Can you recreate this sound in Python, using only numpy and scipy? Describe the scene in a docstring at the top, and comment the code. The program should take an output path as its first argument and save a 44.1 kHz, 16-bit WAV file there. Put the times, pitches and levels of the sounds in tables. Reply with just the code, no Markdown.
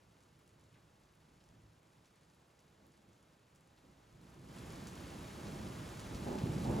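"""You hear heavy rain on tiled roofs, paving and trees, from a balcony through two small microphone ports.
Countless far drops blend into a wash, nearer ones patter and a few tick close by. Underneath lie a low
outdoor rumble, a faint hum of far machinery and light gusts. Distant thunder mutters throughout.
After four seconds the whole scene swells, and near the end the thunder rolls louder."""
import sys
import numpy as np
from scipy import signal
from scipy.fft import rfft, irfft, next_fast_len
from scipy.io import wavfile

SR = 44100
rng = np.random.default_rng(int(sys.argv[2]) if len(sys.argv) > 2 else 0)


def wrap_up_sound(samples):
    """Save the sound to the file named by the first command line argument, as 16-bit audio."""
    columns = np.atleast_2d(samples).T
    # keep every value between -1 and 1, then stretch to whole-number steps
    tamed = np.clip(columns, -1, 1)
    steps = np.round(tamed * 32767).astype(np.int16)
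    wavfile.write(sys.argv[1], SR, steps)


N = 299880
TIME = np.arange(N) / SR
FFT_SIZE = next_fast_len(N + SR // 2)
BIN_HZ = np.maximum(np.arange(FFT_SIZE // 2 + 1) * SR / FFT_SIZE, 1)

# Levels in these tables are relative: mixing and filtering shift them.
# How strong each sound is from bass to treble. Each row: pitch in Hz, level in dB.
RUMBLE_TONE = [(15, -49), (25, -31), (38, -9.5), (65, -3.5), (110, -1), (160, -1.5), (220, -6), (330, -7.5),
               (480, -19.5), (700, -36.5), (1500, -42), (4000, -61)]
GUST_TONE = [(15, -20), (28, -8), (42, -3), (60, 2), (120, -21), (500, -78)]
THUNDER_TONE = [(60, -24), (180, 4.5), (280, 1.5), (370, 0), (450, -5.5), (580, -5), (700, -5.5),
                (860, -5.5), (1030, -14), (1500, -28.5), (3000, -52), (8000, -61)]
WASH_TONE = [(60, -8), (200, -6.5), (450, 2), (700, 1.5), (850, 1.5), (1200, -1.5), (1900, -7),
             (3500, -10.5), (5000, -13.5), (7000, -14.5), (10000, -22), (13000, -20), (15500, -28)]
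PATTER_TONE = [(300, -3), (1500, -3), (3500, -2), (7000, -1), (11000, -0.5), (15500, -17)]
# Notes of far machinery. Each row: pitch in Hz, dB compared with the rain, dB compared with a surge.
HUM_NOTES = [(72.9, -5, -8), (107.3, -4.5, -0.5), (160, -17.5, -9.5)]
# Surges of the hum. Each row: time of full strength in seconds, hold in seconds, level in dB.
HUM_SWELLS = [(.63, 0.2, -72), (1.58, 0.11, -65)]
# Light gusts. Each row: time of full strength in seconds, hold in seconds, level in dB.
GUST_SWELLS = [(1.0, .7, -76), (3.95, 0.41, -74), (4.62, 0.12, -62), (6.17, 0.14, -53)]
# Thunder. Each row: time of full strength in seconds, hold in seconds, deep rumble in dB, growl in dB.
THUNDER_ROLLS = [(0, 0.86, -76, -83), (1.33, 0.37, -72, -82.5), (2.83, 0.05, -75, -70),
                 (3.01, 0.07, -69, -71), (3.86, 0.024, -74, -68), (4.16, .15, -62.5, -75),
                 (4.39, 0.11, -56, -69.5), (4.58, 0.22, -54, -64), (5.46, 0.25, -53.5, -52),
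                 (6.16, 0.061, -48, -55), (6.29, 0.049, -58, -39.5), (6.47, 0.14, -42.5, -47),
                 (6.69, 0.1, -40.5, -38)]
# Single booms in the thunder. Each row: time in seconds, peak level in dB, pitch in Hz.
THUNDER_BOOMS = [(6.441, -23.5, 136), (6.5, -26.5, 123), (6.567, -34.5, 152), (6.702, -26.5, 124)]
# How loud the whole scene is; rain, rumble and hum swell together.
# Each row: time in seconds, level in dB.
SCENE_LEVEL = [(0, -76), (3.7, -76), (4.15, -73.5), (4.3, -69.5), (4.42, -70.5), (4.57, -61), (4.7, -60.5),
               (5.2, -59), (6.8, -56)]
# Drops that land close by. Each row: start in seconds, level in dB, pitch in Hz.
CLOSE_DROPS = [(0.236, -57, 7000), (0.392, -59, 11000), (0.4775, -56, 8500), (0.639, -59, 7000),
               (0.74, -62, 2660), (0.757, -65.5, 1900), (1.036, -60, 6000), (1.405, -60, 4200),
               (1.44, -57, 6000), (2.057, -56, 6000), (2.592, -56, 6000), (2.867, -56, 10500),
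               (2.939, -62, 4600), (3.132, -58, 7500), (3.5595, -55, 7900), (3.776, -59.5, 3750),
               (4.705, -45, 6500), (4.754, -48, 4400), (4.8712, -37.5, 6260), (5.453, -47, 5500),
               (5.469, -44, 4500), (5.9958, -41, 5500), (6.148, -41.5, 5000), (6.386, -41, 4500),
               (6.6445, -40, 4600)]
# Standing waves between the balcony walls. Each row: pitch in Hz, width in Hz, boost in dB.
WALL_RESONANCES = [(87.7, 25, -2.5), (152, 25, 2), (211, 10, 2.5), (341, 11, 1.5), (553, 117, 1),
                   (740, 61, -2.5), (804, 34, 2.5)]
# How alike the two ports hear. Each row: pitch in Hz, likeness from 0 to 1, left lead in radians.
PORT_LIKENESS = [(100, 0.97, -0.0), (330, 0.89, 0.0), (620, 0.29, 0.5), (760, 0.53, 1.8), (1200, 0.42, 1.1),
                 (1650, 0.72, -0.2), (2150, 0.98, 0.0), (3100, 0.91, 0.6), (5000, 0.87, 0.6),
                 (5900, 0.87, -0.7), (6500, 1.0, -0.0), (7750, 0.99, -0.0), (8300, 0.85, 2.0),
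                 (10600, 0.99, 0.0), (11600, 0.81, -0.4), (13400, 0.99, -3.1), (15300, 0.97, -6.3)]
# Which port is louder. Each row: pitch in Hz, left minus right in dB.
PORT_BALANCE = [(50, 0), (200, -1.7), (650, -2), (800, -1), (1200, -4), (1600, .7), (2000, 0), (15000, 0.5)]


def from_db(db):
    """Turn decibels into a number to multiply by."""
    return 10 ** (np.asarray(db) / 20)


def rms_one(x):
    """Scale a signal so its average power is 1."""
    return x / np.sqrt(np.mean(x ** 2) + 1e-20)


def over_hz(rows):
    """Join a table's points into curves over pitch, one for each column after the first."""
    hz, *columns = np.transpose(rows)
    return [np.interp(np.log(BIN_HZ), np.log(hz), c) for c in columns]


def filtered(x, response):
    """Multiply each pitch in x by its own value."""
    return irfft(rfft(x, FFT_SIZE) * response, FFT_SIZE)[..., :N]


def with_tone(x, tone):
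    """Shape bass and treble by a tone table, then set the power to 1."""
    return rms_one(filtered(x, from_db(over_hz(tone)[0])))


def drift(rate_hz):
    """A smooth random wobble, about 1 in size."""
    step, run_in = 40, 2000   # samples per step, steps left to settle
    r = np.exp(-2 * np.pi * rate_hz * step / SR)
    noise = rng.standard_normal(N // step + run_in + 2)
    slow = signal.lfilter([1], [1, -2 * r, r * r], noise)[run_in:]
    return np.interp(np.arange(N) / step, np.arange(len(slow)), rms_one(slow))


def fluttering_noise(tone, flutter_db, flutter_hz):
    """Two separate noises whose loudness flutters together."""
    return with_tone(rng.standard_normal((2, N)) * from_db(flutter_db * drift(flutter_hz)), tone)


def swells(rows, attack_s, release_s):
    """Loudness curves that rise, hold and die away, one for each dB column."""
    power = 0
    for s, hold_s, *levels_db in rows:
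        rise = np.exp(-(np.minimum(TIME - s, 0) / attack_s) ** 2)
        fall = np.exp(-np.clip((TIME - s - hold_s) / release_s, 0, 20))
        power = power + (from_db(levels_db)[:, None] * rise * fall) ** 2
    return np.sqrt(power)


def ring(clicks, hz, cycles):
    """Each click starts a tone that fades by 60 dB over the given cycles."""
    r = np.exp(-np.log(1000) * hz / (cycles * SR))
    angle = 2 * np.pi * hz / SR
    return signal.lfilter([0, np.sin(angle)], [1, -2 * r * np.cos(angle), r * r], clicks + 1e-18)


def balcony(x):
    """Nearby walls lift some pitches and hollow out others."""
    boost_db = sum(db * np.exp(-((BIN_HZ - hz) / width) ** 2) for hz, width, db in WALL_RESONANCES)
    return filtered(x, from_db(boost_db))


def microphone_ports(field):
    """Make left and right: both ports hear row 0 alike, and row 1 with opposite signs."""
    alike, lead = over_hz(PORT_LIKENESS)
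    common, opposed = filtered(field, np.sqrt([(1 + alike) / 2, (1 - alike) / 2]))
    # left and right differ in loudness and timing, differently at each pitch
    lean = from_db(over_hz(PORT_BALANCE)[0] / 2) * np.exp(1j * lead / 2)
    return np.array([filtered(common + opposed, lean), filtered(common - opposed, 1 / lean)])


def outdoor_rumble(swell, deep_thunder):
    """A low noise that grows as the scene swells and with each roll of thunder."""
    background = from_db(-71.5) * swell ** 1.274
    gain = np.hypot(background, deep_thunder)
    return gain * fluttering_noise(RUMBLE_TONE, flutter_db=0.9, flutter_hz=6.4)


def machinery_hum(level, wander, waver_db):
    """Low notes from far machinery waver on their way and surge twice."""
    out = np.zeros((2, N))
    surge, = swells(HUM_SWELLS, attack_s=0.08, release_s=0.064)
    for hz, steady_db, surge_db in HUM_NOTES:
        gain = np.hypot(from_db(steady_db) * level, from_db(surge_db) * surge)
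        phase = 2 * np.pi * np.cumsum(hz * (1 + wander * drift(11.7))) / SR
        out[0] += gain * from_db(waver_db * drift(15)) * np.sqrt(2) * np.sin(phase)
    return out


def gusts():
    """Light wind brushes the microphone with a deep flutter."""
    gain, = swells(GUST_SWELLS, attack_s=0.12, release_s=0.079)
    return gain * fluttering_noise(GUST_TONE, flutter_db=2.0, flutter_hz=8)


def thunder(growl, boom_cycles):
    """Growling noise plus booms: pressure fronts that distance rounds into a swing or two."""
    out = growl * fluttering_noise(THUNDER_TONE, flutter_db=1.0, flutter_hz=35)
    for s, peak_db, hz in THUNDER_BOOMS:
        turns = (TIME - s) * hz
        out[0] += from_db(peak_db) * np.exp(-(turns / boom_cycles) ** 2) * np.cos(2 * np.pi * turns)
    return out


def rain_wash():
    """Countless far drops blend into one rushing noise."""
    return fluttering_noise(WASH_TONE, flutter_db=0.5, flutter_hz=25)


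def rain_patter(per_s, spread_db, size_limit, cycles, spray, spray_s, pitch_count=16):
    """Drops, mostly small, hit leaves and tiles at random times and ring briefly."""
    lands = rng.random((2, N)) < per_s / SR
    size_db = spread_db * np.minimum(rng.exponential(1, (2, N)), size_limit)
    sizes = lands * from_db(size_db) / np.sqrt(per_s)
    # every splash throws up spray, which falls back as a dying fizz
    fizz = np.sqrt(signal.lfilter([1], [1, -np.exp(-2 / (spray_s * SR))], sizes ** 2 + 1e-18))
    clicks = sizes * rng.choice([-1, 1], (2, N)) + spray * fizz * rng.standard_normal((2, N))
    pitch_pick = rng.integers(0, pitch_count, (2, N))
    pitches_hz = np.geomspace(1800, 14000, pitch_count)
    drops = sum(ring(clicks * (pitch_pick == k), hz, cycles) * np.sqrt(hz)
                for k, hz in enumerate(pitches_hz))
    return with_tone(drops, PATTER_TONE)


def close_drops(cycles, spray_s):
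    """A sharp tick as each drop lands, then a short fizz of falling spray."""
    out, t = np.zeros((2, N)), TIME[:SR // 8]
    for s, level_db, hz in CLOSE_DROPS:
        spray_db = -26 - 6.5 * np.log2(hz / 6000)   # bigger drops ring lower and throw more spray
        splash = from_db(spray_db) * rng.standard_normal(len(t)) * np.exp(-t / spray_s)
        splash[0] = 1   # the tick
        # so small a source gives off little sound below its own pitch
        splash = signal.sosfilt(signal.butter(2, hz / 2, "high", fs=SR, output="sos"), splash)
        at = round(s * SR)
        out[0, at:at + len(t)] += from_db(level_db) * ring(splash, hz, cycles)[:N - at]
    return out


def scene():
    """Mix rain at three distances with rumble, hum, thunder and gusts."""
    level = from_db(np.interp(TIME, *np.transpose(SCENE_LEVEL)))
    swell = level / level.min()
    per_s = 800 * swell ** 0.45   # more drops are heard as the scene swells
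    wash = from_db(4.5) * rain_wash()
    patter = rain_patter(per_s, spread_db=4.5, size_limit=5.0, cycles=5.0, spray=0.042, spray_s=0.017)
    close = from_db(5.0) * close_drops(cycles=4.6, spray_s=0.023)
    rainfall = level * (wash + from_db(-6.5) * patter) + close
    deep, growl = swells(THUNDER_ROLLS, attack_s=0.049, release_s=0.081)
    far = outdoor_rumble(swell, deep) + machinery_hum(level, wander=0.016, waver_db=-0.2)
    far += thunder(growl, boom_cycles=0.65)
    far[1] *= from_db(-3.0)   # coming from one side of the sky, these sound narrower than the rain
    return microphone_ports(balcony(rainfall + far) + gusts())


def record(dry):
    """Cut away the highest treble steeply."""
    cutoff_hz = 15800
    return signal.sosfilt(signal.ellip(10, .1, 70, cutoff_hz, fs=SR, output="sos"), dry)


dry = scene()
out = record(dry)
wrap_up_sound(out)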